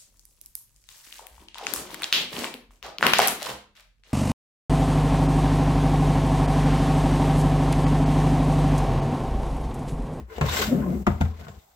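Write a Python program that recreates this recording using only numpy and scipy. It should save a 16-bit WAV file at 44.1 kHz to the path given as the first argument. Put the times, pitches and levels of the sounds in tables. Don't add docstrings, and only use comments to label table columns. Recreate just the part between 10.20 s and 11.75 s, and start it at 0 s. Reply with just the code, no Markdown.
import sys
import numpy as np
from scipy import signal
from scipy.fft import rfft, irfft, next_fast_len
from scipy.io import wavfile
from scipy.ndimage import map_coordinates

SR = 44100
rng = np.random.default_rng(int(sys.argv[2]) if len(sys.argv) > 2 else 0)


def generate_wav(signal):
    frames = np.transpose(np.atleast_2d(signal))
    scaled = np.clip(frames, -1, 1) * 32767
    pcm = np.round(scaled).astype(np.int16)
    wavfile.write(sys.argv[1], SR, pcm)


def voltage_ratio(decibels):
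    exponent = np.asarray(decibels, float) / 20
    return 10 ** exponent


N = 68355

# f/Hz, density/dB
AIR_COLOUR = [(65, 7.5), (320, -30), (770, -2.5), (2500, -33), (8000, -16.5), (9100, -32), (13200, -17.5),
              (16500, -18)]
# f/Hz, t60/s
ROOM_DECAY = [(100, 0.724), (1000, 0.51), (4000, 0.18), (14000, 0.64)]
# f/Hz, left over right/dB
STEREO_LEAN = [(60, 3.5), (240, 1), (950, 4.5), (3770, 2.5), (9000, 1), (15000, 0.5)]
# f/Hz, correlation/1
PORT_LIKENESS = [(100, 1), (250, 0.88), (500, 0.56), (1000, 0.05), (3000, 0.025), (12000, 0.024)]
# t/s, gain/dB
PHONE_GAIN = [(0, -6), (.04, -16.5), (.065, -17), (.1, -3.5), (.825, 4), (.84, -8), (.862, -10.5),
              (.866, 4), (.965, -1), (.98, -4), (1.003, -2), (1.007, 1), (1.115, -4), (1.13, -7),
              (1.18, -7), (1.2, 0), (1.55, -8)]

# f/Hz, level/dB, t60/s
FLOOR_MODES = [(58, -1, .2), (81, 0, .4)]
# f/Hz, level/dB, t60/s
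PANEL_MODES = [(115, -4.5, 0.24), (143, 4, 0.13)]
# f/Hz, level/dB, t60/s
WALL_MODES = [(196.6, 5, 0.069), (217.9, -7, 0.15), (258.5, -18, 0.11), (327.3, -8.5, 0.062)]
# f/Hz, level/dB, t60/s
HELD_WALL_MODES = [(179.4, 0, 0.23), (228, 4, 0.17), (254.7, -1.5, 0.083), (356, -2.5, 0.064)]
# f/Hz, level/dB, t60/s
RIM_MODES = [(454.5, -8.5, 0.14), (502, 10.5, 0.017), (548, -17, 0.14), (690, 1.5, 0.055),
             (775, -6.5, 0.059), (900, -4.5, 0.05), (1075, -14, 0.075), (1213, 3, 0.01), (1450, -3, 0.048),
             (1894, -18, 0.043), (2097, -23, 0.045), (3000, -5.5, 0.025)]

# t/s, crack/dB, floor boom/dB, side panel/dB, wall/dB
KNOCKS = [
    (.182, -25, -61, -82, -69),
    (0.2114, -11.5, -24.5, -17, -17.5),
    (0.244, -25, -40, -25, -58),
    (0.8703, -16.5, -27, -23.5, -9),
    (.905, -26.5, -37, -37, -42),
    (1.0078, -33.5, -22, -20.5, -11.5),
    (1.054, -26.5, -32.5, -56, -26.5),
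    (1.22, -42, -61.5, -43.5, -35),
    (1.267, -38.5, -56, -40.5, -38),
    (1.288, -42, -42.5, -47.5, -36.5),
]
# f/Hz, density/dB
CRACK_COLOUR = [(200, -39), (400, -12.5), (750, -13.5), (1200, -15), (2300, -22.5), (4000, -39.5),
                (8000, -71)]
# t/s, burst/dB, rim ring/dB, centre of the ringing f/Hz
SNAPS = [
    (0.182, -38, -30, 457),
    (0.2113, -26, -47, 1000),
    (0.215, -31.5, -30, 705),
    (0.8672, -33.5, -42, 1160),
    (0.873, -39, -28, 696),
    (1.0075, -39, -59, 900),
    (1.0115, -30.5, -30.5, 931),
    (1.211, -48.5, -48.5, 720),
    (1.268, -55.5, -40, 1450),
    (1.283, -43.5, -41.5, 690),
]
# f/Hz, density/dB
SNAP_COLOUR = [(500, -10), (1200, 6), (3000, -2), (5500, -11), (7500, -8.5), (9500, -23.5), (14000, -18),
               (16500, -24)]
# t/s, level/dB, f/Hz, t60/s
PLUCKS = [(.085, -46.5, 344, 0.31), (.1, -47, 1012, 0.45), (0.2114, -21.5, 1024, 0.05),
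          (.2125, -19, 770, 0.037), (.214, -26, 1660, .04), (.216, -22, 2600, .04), (.24, -35, 1050, 0.027),
          (.455, -29.5, 782, 0.043), (.548, -23.5, 400, 0.057), (.24, -21.5, 568, .05),
          (0.286, -47, 450, 0.037), (0.286, -21.5, 1033, 0.042), (0.331, -27, 449, .07),
          (.369, -23.5, 1527, 0.064), (0.424, -22.5, 1113, 0.055), (0.424, -24.5, 432, 0.1),
          (.492, -26, 620, 0.043), (.525, -25, 539.5, 0.14), (.532, -36.5, 725, 0.19),
          (.585, -28, 584, 0.067), (.662, -26.5, 600, 0.03), (.695, -33.5, 616, 0.052),
          (.7, -29.5, 350, 0.11), (.725, -36, 668, .07), (.75, -30.5, 368, 0.13), (.812, -39, 375, 0.098),
          (.8672, -11, 1255, 0.0094), (0.8687, -30.5, 1700, 0.028), (.872, -22, 1020, 0.036),
          (.874, -21.5, 351, 0.084), (0.878, -38, 2380, 0.028), (0.869, -28, 3182, 0.011),
          (.8702, -13.5, 760, 0.01), (0.879, -25, 1940, 0.035), (0.8857, -25, 1300, .03),
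          (.873, -30, 637, 0.054), (1.0108, -24, 916, 0.074), (1.0113, -32, 3000, 0.0068),
          (1.014, -18.5, 698, 0.039), (1.018, -29.5, 2100, .05), (1.016, -29, 1450, 0.064),
          (1.02, -22.5, 259, 0.058), (1.285, -38.5, 111, 0.25), (1.28, -43, 666, 0.11)]

# t/s, grit/dB, rim rub/dB
SLIDE_LEVELS = [(0, -63, -43.5), (.06, -79, -48), (.1, -57, -51), (.18, -45, -38), (.2, -63, -51.5),
                (.23, -43.5, -37), (.3, -30.5, -33), (.37, -28.5, -36.5), (.432, -26.5, -33.5),
                (.46, -34, -43), (.53, -52.5, -66), (.62, -74, -42.5), (.81, -95, -67.5), (.845, -58, -57),
                (1.15, -54, -52), (1.22, -57, -54.5), (1.29, -55.5, -59.5), (1.55, -64, -88)]
# f/Hz, width/Hz, level/dB
SQUEAL_PEAKS = [(438.2, 23, 0.5), (1043, 40, -1), (1490, 92, -7), (2069, 69, -6.5), (2930, 15, -19.5),
                (3630, 190, -14), (4040, 53, -22), (7470, 370, -9)]
# f/Hz, density/dB
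HISS_COLOUR = [(710, -2), (1200, -4.5), (3710, 0.5), (8100, -8), (9100, -19.5), (13500, -8.5),
               (15800, -10.5), (16500, -7.5)]
# f/Hz, density/dB
RUB_COLOUR = [(150, -55.5), (250, -17), (441, -6), (491, -3.5), (2500, -17), (3250, -27), (5500, -120)]
# t/s, wall drumming/dB, floor boom/dB
JUDDER_LEVELS = [(0, -27.5, -21.5), (.055, -40.5, -19.5), (.07, -70, -32), (.14, -63, -52),
                 (.19, -38.5, -26.5), (.3, -42, -25), (.44, -34.5, -29.5), (.49, -26.5, -32),
                 (.53, -17, -37), (.56, -21, -23.5), (.65, -28, -39), (.74, -28, -30), (.81, -35, -36),
                 (.84, -36.5, -34.5), (1.17, -61.5, -34), (1.29, -51.5, -56), (1.385, -53, -33),
                 (1.41, -88, -77)]
# t/s, f/Hz
SLIP_RATE = [(.44, 204), (.5, 214.5), (.525, 255), (.55, 172), (.6, 226), (.635, 191), (.69, 179),
             (.745, 248), (.77, 184), (.8, 205), (.83, 203)]
# f/Hz, density/dB
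RATTLE_COLOUR = [(160, -31), (280, 8.5), (452, -69), (564, -13), (762, -37), (4000, -50), (5200, -63),
                 (8800, -120)]


def unit(x):
    return x / np.sqrt(np.mean(x ** 2) + 1e-20)


def along(points, hz):
    f, value = np.transpose(points)
    return np.interp(np.log(hz + 1), np.log(f + 1), value)


def curves(rows):
    times, *columns = np.transpose(rows)
    return [np.interp(np.arange(N) / SR, times, column) for column in columns]


def wobble(rate):
    return map_coordinates(rng.standard_normal(400), [np.arange(N) * rate / SR])


def filtered(x, response):
    size = next_fast_len(N + SR // 2)
    spectrum = rfft(x, size) * response(np.fft.rfftfreq(size, 1 / SR))
    return irfft(spectrum, size)[..., :N]


def resonant(x, peaks):
    def response(f):
        total = 0
        for k, (centre, width, db) in enumerate(peaks):
            bandpass = 1j * f * width / (centre * centre - f * f + 1j * f * width)
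            total = total + (-1) ** k * voltage_ratio(db) * bandpass
        return total
    return filtered(x, response)


def widths(modes):
    return [(hz, np.log(1000) / np.pi / t60, db) for hz, db, t60 in modes]


def coloured(x, colour):
    return filtered(x, lambda hz: voltage_ratio(along(colour, hz)))


def spread(pair):
    def mid_side(hz):
        turn = np.arccos(np.clip(along(PORT_LIKENESS, hz), -1, 1)) / 2
        return np.array([np.cos(turn), np.sin(turn)])
    mid, side = filtered(pair, mid_side)
    return np.array([mid + side, mid - side])


def air():
    tone = unit(coloured(rng.standard_normal((2, N)), AIR_COLOUR))
    return voltage_ratio(-52.5 + 2.2 * wobble(6.67)) * spread(tone)


def room(x):
    hz, t, z = signal.stft(rng.standard_normal((2, SR // 2)), SR, nperseg=256)
    decay = voltage_ratio(-60 * t / along(ROOM_DECAY, hz)[:, None])
    tail = signal.istft(z * decay, SR, nperseg=256)[1]
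    tail = tail / np.linalg.norm(tail[0])
    send = filtered(x.mean(0), lambda hz: hz ** 2 / (hz ** 2 + 300 ** 2))
    send = np.pad(send, (250, 0))
    return signal.fftconvolve(send[None], tail, axes=1)[:, :N]


def ring(modes, t, attack_s, scatter_db, stagger=0):
    hz, db, t60 = np.transpose(modes)[..., None]
    level_db = db + scatter_db * rng.standard_normal((2, len(modes), 1))
    phase = 2 * np.pi * rng.random((2, len(modes), 1)) * [[[stagger]], [[1]]]
    tones = voltage_ratio(level_db - 60 * t / t60) * np.sin(2 * np.pi * hz * t + phase)
    return tones.sum(1) * (1 - np.exp(-t / attack_s))


def knocks():
    body, cracks = np.zeros((2, N + SR)), np.zeros((2, N + SR))
    t = np.arange(SR // 2) / SR
    burst = voltage_ratio(-60 * t / 0.0081) + 0.9 * voltage_ratio(-60 * t / 0.11)
    for s, crack_db, boom_db, panel_db, wall_db in KNOCKS:
        start = round(s * SR)
        at = slice(start, start + len(t))
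        body[:, at] += voltage_ratio(boom_db + 10) * ring(FLOOR_MODES, t, 0.0031, 1.2)
        body[:, at] += voltage_ratio(panel_db + 7.0) * ring(PANEL_MODES, t, 0.0061, 0.93)
        body[:, at] += voltage_ratio(wall_db + 1.5) * ring(WALL_MODES, t, 0.01, 1.0)
        cracks[:, at] += voltage_ratio(crack_db + 13.5) * burst * rng.standard_normal((2, len(t)))
    return spread(body[:, :N] + coloured(cracks[:, :N], CRACK_COLOUR))


def snaps():
    spot_db = 9
    bursts, rim = np.zeros((2, N + SR)), np.zeros((2, N + SR))
    t = np.arange(SR // 8) / SR
    burst = (voltage_ratio(-60 * t / 0.0088) + 0.42 * voltage_ratio(-60 * t / 0.063)) * (1 - np.exp(-t / 0.0003))
    for s, burst_db, ring_db, centre_hz in SNAPS:
        start = round(s * SR)
        at = slice(start, start + len(t))
        bursts[:, at] += voltage_ratio(burst_db + 11.5) * burst * rng.standard_normal((2, len(t)))
        near = [(hz, db - spot_db * np.log2(hz / centre_hz) ** 2, t60) for hz, db, t60 in RIM_MODES]
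        rim[:, at] += voltage_ratio(ring_db + 5) * ring(near, t, 0.0012, 0.44, stagger=0.83)
    return spread(rim[:, :N] + coloured(bursts[:, :N], SNAP_COLOUR))


def plucks():
    attack_cycles, sag, lag_s = 0.65, 0.13, 0.00021
    out = np.zeros((2, N + SR))
    t = np.arange(SR // 8) / SR
    late = np.clip(t - np.array([[lag_s], [0]]), 0, None)
    for s, db, hz, t60 in PLUCKS:
        start = round(s * SR)
        turns = hz * late * (1 - sag * np.minimum(late / t60, 1) / 2)
        envelope = voltage_ratio(db - 60 * late / t60) * (1 - np.exp(-late * hz / attack_cycles))
        out[:, start:start + len(t)] += envelope * np.sin(2 * np.pi * turns)
    return out[:, :N]


def grains(rate, spread_db, noise):
    chance, size = rng.random((2, N))
    sizes = voltage_ratio(-spread_db * np.log(size + 1e-4))
    slips = (chance < rate / SR) * sizes * rng.standard_normal((2, N))
    return unit(unit(slips) + noise * rng.standard_normal((2, N)))


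def slide():
    grit_db, rub_db = curves(SLIDE_LEVELS)
    drive = voltage_ratio(2.14 * wobble(90.18)) * grains(5100, spread_db=-1, noise=1.8)
    squeal = unit(sum(voltage_ratio(9.6 * wobble(34.99)) * resonant(drive, [peak]) for peak in SQUEAL_PEAKS))
    hiss = unit(coloured(drive + 0.33 * squeal, HISS_COLOUR))
    rub = unit(coloured(drive + 0.44 * squeal, RUB_COLOUR))
    return spread(voltage_ratio(grit_db + 1.0) * hiss + voltage_ratio(rub_db) * rub)


def judder():
    wall_db, boom_db = curves(JUDDER_LEVELS)
    slip_hz, = curves(SLIP_RATE)
    cycles = np.cumsum(slip_hz * (1 + 0.05 * wobble(60))) / SR
    slips = unit(np.diff(np.floor(cycles), prepend=0) * voltage_ratio(4.54 * wobble(110)))
    stray = grains(230, spread_db=-3.0, noise=0.97)
    drive = slips + 0.5 * stray
    soft = filtered(drive, lambda hz: 1 / (1 + 1j * hz / 400) ** 2)

    flex = 0.64 * np.sin(2 * np.pi * cycles) * np.array([[1], [0.3]])
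    walls = flex + 0.67 * unit(resonant(soft, widths(HELD_WALL_MODES)))
    walls = walls + voltage_ratio(-9.5) * unit(resonant(stray, widths(PANEL_MODES)))

    rattle = unit(coloured(stray + 0.37 * slips, RATTLE_COLOUR))
    rattle = rattle + 0.52 * unit(resonant(soft, widths(RIM_MODES)))
    rattle_db = -11.5 + 0.95 * np.clip(wall_db + 25.5, -9, 0)

    boom = unit(resonant(rng.standard_normal((2, N)), widths(FLOOR_MODES)))
    return spread(voltage_ratio(wall_db) * (walls + voltage_ratio(rattle_db) * rattle) + voltage_ratio(boom_db) * boom)


def scene():
    hits = knocks() + snaps()
    notes = plucks()
    friction = slide() + judder()
    answer = voltage_ratio(-1) * room(hits + 0.49 * notes) + voltage_ratio(-5.5) * room(friction)
    bins = hits + notes + friction + spread(answer)
    halves = np.array([[0.5], [-0.5]])
    return filtered(bins, lambda hz: voltage_ratio(along(STEREO_LEAN, hz) * halves)) + air()


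def top_cut(x):
    return signal.sosfilt(signal.butter(12, 15860, fs=SR, output="sos"), x)


def record(dry):
    top_hz, bass_hz = 15860, 38
    gain_db, = curves(PHONE_GAIN)
    mix = filtered(dry * voltage_ratio(gain_db), lambda hz: (hz < top_hz) * (1j * hz / (bass_hz + 1j * hz)) ** 4)
    return top_cut(mix)


dry = scene()
out = record(dry)
generate_wav(out)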